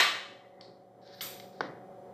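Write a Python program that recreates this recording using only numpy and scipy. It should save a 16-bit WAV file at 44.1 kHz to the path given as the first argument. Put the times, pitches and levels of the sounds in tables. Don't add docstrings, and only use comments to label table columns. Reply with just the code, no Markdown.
import sys
import numpy as np
from scipy import signal
from scipy.fft import rfft, irfft, next_fast_len
from scipy.io import wavfile
from scipy.ndimage import map_coordinates

SR = 44100
rng = np.random.default_rng(int(sys.argv[2]) if len(sys.argv) > 2 else 0)


def volts_from_decibels(level):
    exponent = np.asarray(level, float) / 20
    return 10 ** exponent


def master_out(mix):
    frames = np.transpose(np.atleast_2d(mix))
    ceiling = np.clip(frames, -1, 1)
    pcm = np.round(ceiling * 32767).astype(np.int16)
    wavfile.write(sys.argv[1], SR, pcm)


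N = 94153

# frequency in Hz, time to fall 60 dB in seconds.
ROOM_DECAY = [(300, 0.81), (1000, 0.6), (3000, 0.56), (7000, 0.53), (13000, .38)]
# frequency in Hz, level in dB per Hz.
CLACK_TONE = [(120, -48), (330, -15.5), (600, -12), (1160, -6.5), (3100, -4.5), (5000, -15), (8600, -20),
              (15200, -30.5)]
# frequency in Hz, width in Hz, level in dB.
LEVER_RESONANCES = [(694, 49, -12), (1166, 71, -2.5), (1640, 27, -8.5), (1890, 250, -4.5), (2250, 43, -5.5),
                    (2633, 78, -10), (2959, 15, -3.5), (3153, 22, 0.5), (3480, 31, -1), (3878, 480, -5),
                    (4103, 46, 0.5), (4570, 50, -18.5)]
# delay in seconds, level in dB.
WALL_SLAPS = [(.0022, -19), (.0068, -14.5), (0.0128, -20), (0.0331, -21)]
# frequency in Hz, level in dB, time to fall 60 dB in seconds.
LEVER_NOTES = [(696, -18.5, 4.5), (1166, -17.5, 2.25), (1513, 4, 0.29), (2047, -11, 0.4),
               (2195, -8.5, 0.33), (2190, -10, 0.62), (3032, -6, 0.13), (3520, -11.5, 0.57),
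               (3750, -12.5, 0.41), (3900, -1, 0.39), (4300, -3, 0.24), (5280, -3, 0.56)]
# time in seconds, level in dB.
PHONE_GAIN = [(0.4, -56.5), (0.92, -58), (1.344, -52), (1.806, -52), (2.13, -51)]
# frequency in Hz, level in dB.
HUM_NOTES = [(118.4, -68.5), (188.4, -64.5), (376.8, -63.5), (495.3, -67), (538.3, -62), (565.2, -56.5),
             (721.4, -59.5), (759, -61.5), (775.2, -69.5)]
# frequency in Hz, level in dB per Hz.
DRONE_TONE = [(18, -57.5), (30, -14), (303, -12), (379, -6), (456, -9), (548, -6.5), (613, -12),
              (737, -13.5), (2500, -38.5), (3250, -77.5), (5500, -120)]
# time in seconds, level in dB.
SLEEVE_LEVEL = [(.35, -73), (.47, -69), (.6, -65.5), (.7, -80), (.76, -95)]
# frequency in Hz, level in dB per Hz.
SLEEVE_TONE = [(1200, 1.5), (1650, -10.5), (2050, 8.5), (2400, -33), (4000, -38)]
# start in seconds, blow level in dB, time for the blow to fall 60 dB in seconds,
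# room level in dB, room ring time as a share of ROOM_DECAY.
SWIVEL_BLOWS = [
    (.6105, -43, 0.017, -57, 0.78),
]
# start in seconds, blow level in dB, time for the blow to fall 60 dB in seconds, # room level in dB, room
CATCH_BLOWS = [
    (1.076, -54, 0.0054, -66, .6),
    (1.2086, -31.5, 0.035, -45.5, 1),
    (1.3995, -43, 0.016, -59, 0.4),
    (1.6073, -31.5, 0.014, -52.5, 0.5),
]
# start in seconds, blow level in dB, time for the blow to fall 60 dB in seconds,
# room level in dB, room ring time as a share of ROOM_DECAY.
STOCK_BLOWS = [
    (1.6071, -23.5, 0.013, -41, 0.92),
]
# frequency in Hz, level in dB per Hz.
SWIVEL_TONE = [(1200, -26), (1900, -8), (2800, -17.5), (4400, 2), (5300, -7), (6400, -24.5), (8400, -22.5),
               (11000, -55)]
# frequency in Hz, level in dB per Hz.
CATCH_TONE = [(700, -19), (1300, -14.5), (2100, 1.5), (2550, -14), (3100, 1), (4050, 0.5), (5900, -8),
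              (8500, -61)]
# frequency in Hz, level in dB per Hz.
STOCK_TONE = [(71, -45.5), (120, -1.5), (518, -1), (683, -4.5), (1330, -6.5), (1930, -6), (2590, -25.5),
              (4950, -29), (10000, -62), (13000, -95), (22000, -120)]
# delay in seconds, level in dB.
STOCK_REBOUNDS = [(.0025, -5.5), (.0046, -8.5), (.0064, -11)]
# time in seconds, level in dB.
SLING_LEVEL = [(1.012, -92), (1.018, -72), (1.1, -64), (1.2, -61), (1.21, -64), (1.45, -75), (1.52, -77),
               (1.6, -71), (1.62, -103)]
# frequency in Hz, level in dB per Hz.
SLING_TONE = [(1000, -25.5), (1550, -2.5), (2100, -11.5), (2700, -20), (4000, -2.5), (5300, -7),
              (6800, -25.5), (9000, -36.5)]
# time in seconds, level in dB.
LEAK_LEVEL = [(1.135, -102), (1.15, -71), (1.18, -73), (1.205, -73)]
# frequency in Hz, level in dB per Hz.
JET_TONE = [(600, -11), (1000, -10.5), (2900, -6), (4100, -6), (6500, -7.5), (8300, -5.5), (12900, -2),
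            (15200, -8)]
# frequency in Hz, side level over middle level in dB.
LEFT_LEAN = [(50, -17.5), (120, -49), (1350, -34), (1850, -8), (2500, -22.5), (8800, -44), (9300, -12),
             (9900, -43.5)]
# frequency in Hz, level in dB.
MICROPHONE_TONE = [(40, -14), (80, -11), (110, 1), (8800, -1), (9900, -17), (11000, -5.5), (13000, 1.5),
                   (15400, -0.5)]
# frequency in Hz, level in dB per Hz.
HISS_TONE = [(1180, -28.5), (2000, -2), (2450, -23.5), (3060, -7.5), (4520, -14.5), (7020, -17.5),
             (15200, -21.5)]

PUFF_START_S, PUFF_DB, PUFF_DECAY_S, PUFF_ROOM_DB, PUFF_RISE_S = 1.209, -41, 0.44, -39.5, 0.004
TUBE_HZ, TUBE_ECHO, TUBE_MOUTH = 1186, 0.156, 0.54
BESIDE_SHARE = 0.81


def unit(x):
    return x / np.sqrt(np.mean(x ** 2) + 1e-20)


def along(points, hz):
    f, v = np.transpose(points)
    return np.interp(np.log(hz + 1), np.log(f + 1), v)


def wobble(rate):
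    points = rng.standard_normal(int(N * rate / SR) + 4)
    return map_coordinates(points, [np.arange(N) * rate / SR])


def filtered(x, response):
    m = next_fast_len(len(x) + 8192)
    return irfft(rfft(x, m) * response(np.fft.rfftfreq(m, 1 / SR)), m)[:len(x)]


def coloured(x, tone):
    size = 4096
    log_gain = np.log(volts_from_decibels(along(tone, np.fft.rfftfreq(size, 1 / SR))) + 1e-6)
    c = irfft(log_gain, size)
    c = np.r_[c[0], 2 * c[1:size // 2], np.zeros(size // 2)]
    h = irfft(np.exp(rfft(c)), size)[:size // 2]
    return signal.fftconvolve(x, h / np.linalg.norm(h))[:len(x)]


def room_tail(share, rise_s, hold_s=0):
    hz, t, z = signal.stft(rng.standard_normal(SR), SR, nperseg=256)
    decay_s = share * along(ROOM_DECAY, hz)[:, None]
    fade = volts_from_decibels(-60 * np.maximum(t - hold_s, t / 3) / decay_s)
    x = signal.istft(z * fade, SR, nperseg=256)[1][:SR]
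    return x * (1 - np.exp(-np.arange(SR) / SR / rise_s))


def placed(x, s):
    return np.pad(x, (round(s * SR), N))[:N]


def level(rows):
    s, db = np.transpose(rows)
    return volts_from_decibels(np.interp(np.arange(N) / SR, s, db, -150, -150))


def desk(x):
    return x + 0.27 * np.roll(x, round(0.00131 * SR))


def blows(rows, tone, rebounds=()):
    out, t = np.zeros(N), np.arange(SR) / SR
    for s, db, decay_s, room_db, share in rows:
        spike = 2.09 * (t < 6e-5)
        burst = volts_from_decibels(db - 60 * t / decay_s) * (rng.standard_normal(SR) - spike)
        dull = coloured(burst, [(1500, 7.5), (6000, -17)]) / 3
        blow = desk(burst)
        for late_s, loss_db in rebounds:
            blow += volts_from_decibels(loss_db) * np.roll(dull, round(late_s * SR))
        room = volts_from_decibels(room_db) * room_tail(share, 0.0049, hold_s=0.025)
        out += placed(coloured(blow + room, tone), s)
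    return out


def lingering(x):
    room = room_tail(0.74, 0.009)
    return x + volts_from_decibels(-6) * signal.fftconvolve(x, room / np.linalg.norm(room))[:N]


def lever_clack():
    t = np.arange(SR) / SR
    wash = volts_from_decibels(-24) * room_tail(1, 1e-4)
    for s, db in WALL_SLAPS:
        wash += placed(volts_from_decibels(db - 60 * t / 0.006) * rng.standard_normal(SR), s)[:SR]

    def steel(f):
        peaks = sum(volts_from_decibels(db) * 1j * f * width / (hz * hz - f * f + 1j * f * width)
                    for hz, width, db in LEVER_RESONANCES)
        return 1 + volts_from_decibels(8.5) * peaks

    ring = np.zeros(SR)
    for hz, db, decay_s in LEVER_NOTES:
        fade = volts_from_decibels(-35 + db - 60 * t / min(decay_s, 0.6))
        ring += fade * np.sin(2 * np.pi * hz * t + 6 * rng.random() + 0.8 * wobble(25)[:SR])
    return placed(filtered(coloured(wash, CLACK_TONE), steel) + ring, 0)


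def gain_lift():
    s, db = np.transpose(PHONE_GAIN)
    return volts_from_decibels(np.interp(np.arange(N) / SR, s, db))


def distant_machine():
    t = np.arange(N) / SR
    hum = np.zeros(N)
    for hz, db in HUM_NOTES:
        waver_db = 1.77 if hz < 450 else 0.75
        phase = 0.13 * wobble(5.8) + 6 * rng.random()
        hum += volts_from_decibels(db + 55 + waver_db * wobble(9)) * np.sin(2 * np.pi * hz * t + phase)
    drone = unit(coloured(rng.standard_normal(N), DRONE_TONE)) * volts_from_decibels(-2 + 1.5 * wobble(25))
    return gain_lift() * (hum + drone)


def sleeve_brush():
    noise = coloured(rng.standard_normal(N), SLEEVE_TONE)
    return lingering(level(SLEEVE_LEVEL) * volts_from_decibels(3.8 * wobble(29.2)) * noise)


def swivel_tick():
    return blows(SWIVEL_BLOWS, SWIVEL_TONE)


def sling_rustle():
    grains = 1 + 3.2 * (rng.random(N) < 0.01)
    rub = rng.standard_normal(N) * grains * volts_from_decibels(2.7 * wobble(59.6))
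    return lingering(level(SLING_LEVEL) * coloured(unit(rub), SLING_TONE) * volts_from_decibels(4))


def catch_snap():
    return blows(CATCH_BLOWS, CATCH_TONE)


def air_leak():
    tone = [(6000, -42), (9000, -8), (13000, -2), (15500, -11)]  # Hz, dB per Hz
    return level(LEAK_LEVEL) * unit(coloured(rng.standard_normal(N), tone))


def air_puff():
    t = np.arange(SR) / SR
    swell = 1 - np.exp(-t / PUFF_RISE_S)
    jet = volts_from_decibels(PUFF_DB - 60 * t / PUFF_DECAY_S) * swell * rng.standard_normal(SR)
    jet = jet + 0.73 * np.roll(jet, round(0.00062 * SR))
    room = volts_from_decibels(PUFF_ROOM_DB) * room_tail(1.24, 0.01)
    puff = placed(coloured(jet + room, JET_TONE), PUFF_START_S)

    def tube(f):
        trip = np.exp(-2j * np.pi * f / TUBE_HZ)
        return (1 + TUBE_MOUTH * trip) / (1 - TUBE_ECHO * trip)

    beside = coloured(volts_from_decibels(PUFF_ROOM_DB) * room_tail(0.85, 0.0094), JET_TONE)
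    return filtered(puff, tube) + BESIDE_SHARE * placed(beside, PUFF_START_S)


def air_squeak():
    t = np.arange(SR) / SR
    fade = volts_from_decibels(-69 - 60 * t / 0.35) * np.minimum(t / 0.01, 1)
    return placed(fade * np.sin(2 * np.pi * 14800 * t), 1.455)


def stock_knock():
    return blows(STOCK_BLOWS, STOCK_TONE, STOCK_REBOUNDS)


def scene():
    mid = lever_clack() + distant_machine() + sleeve_brush() + swivel_tick() + sling_rustle()
    mid += catch_snap() + air_leak() + air_puff() + air_squeak() + stock_knock()
    side = filtered(mid, lambda hz: volts_from_decibels(along(LEFT_LEAN, hz)) * np.exp(0.8j))
    return np.array([mid + side, mid - side])


def microphone_hiss():
    return gain_lift() * unit(coloured(rng.standard_normal(N), HISS_TONE)) * volts_from_decibels(-23.5)


def low_pass(x):
    return signal.sosfilt(signal.butter(12, 15350, fs=SR, output="sos"), x)


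def record(dry):
    shared, apart = microphone_hiss(), microphone_hiss()
    apart_tone = [(2500, -28.5), (4500, -6.5), (8000, 0), (14500, -0.5), (15200, -21)]  # Hz, dB
    unlike = volts_from_decibels(-2.5) * filtered(apart, lambda hz: volts_from_decibels(along(apart_tone, hz)))
    heard = []
    for x, sign in zip(dry, (1, -1)):
        picked_up = filtered(x, lambda hz: volts_from_decibels(along(MICROPHONE_TONE, hz)))
        heard.append(filtered(picked_up + shared + sign * unlike, lambda hz: hz < 15450))
    return low_pass(np.array(heard))


dry = scene()
out = record(dry)
master_out(out)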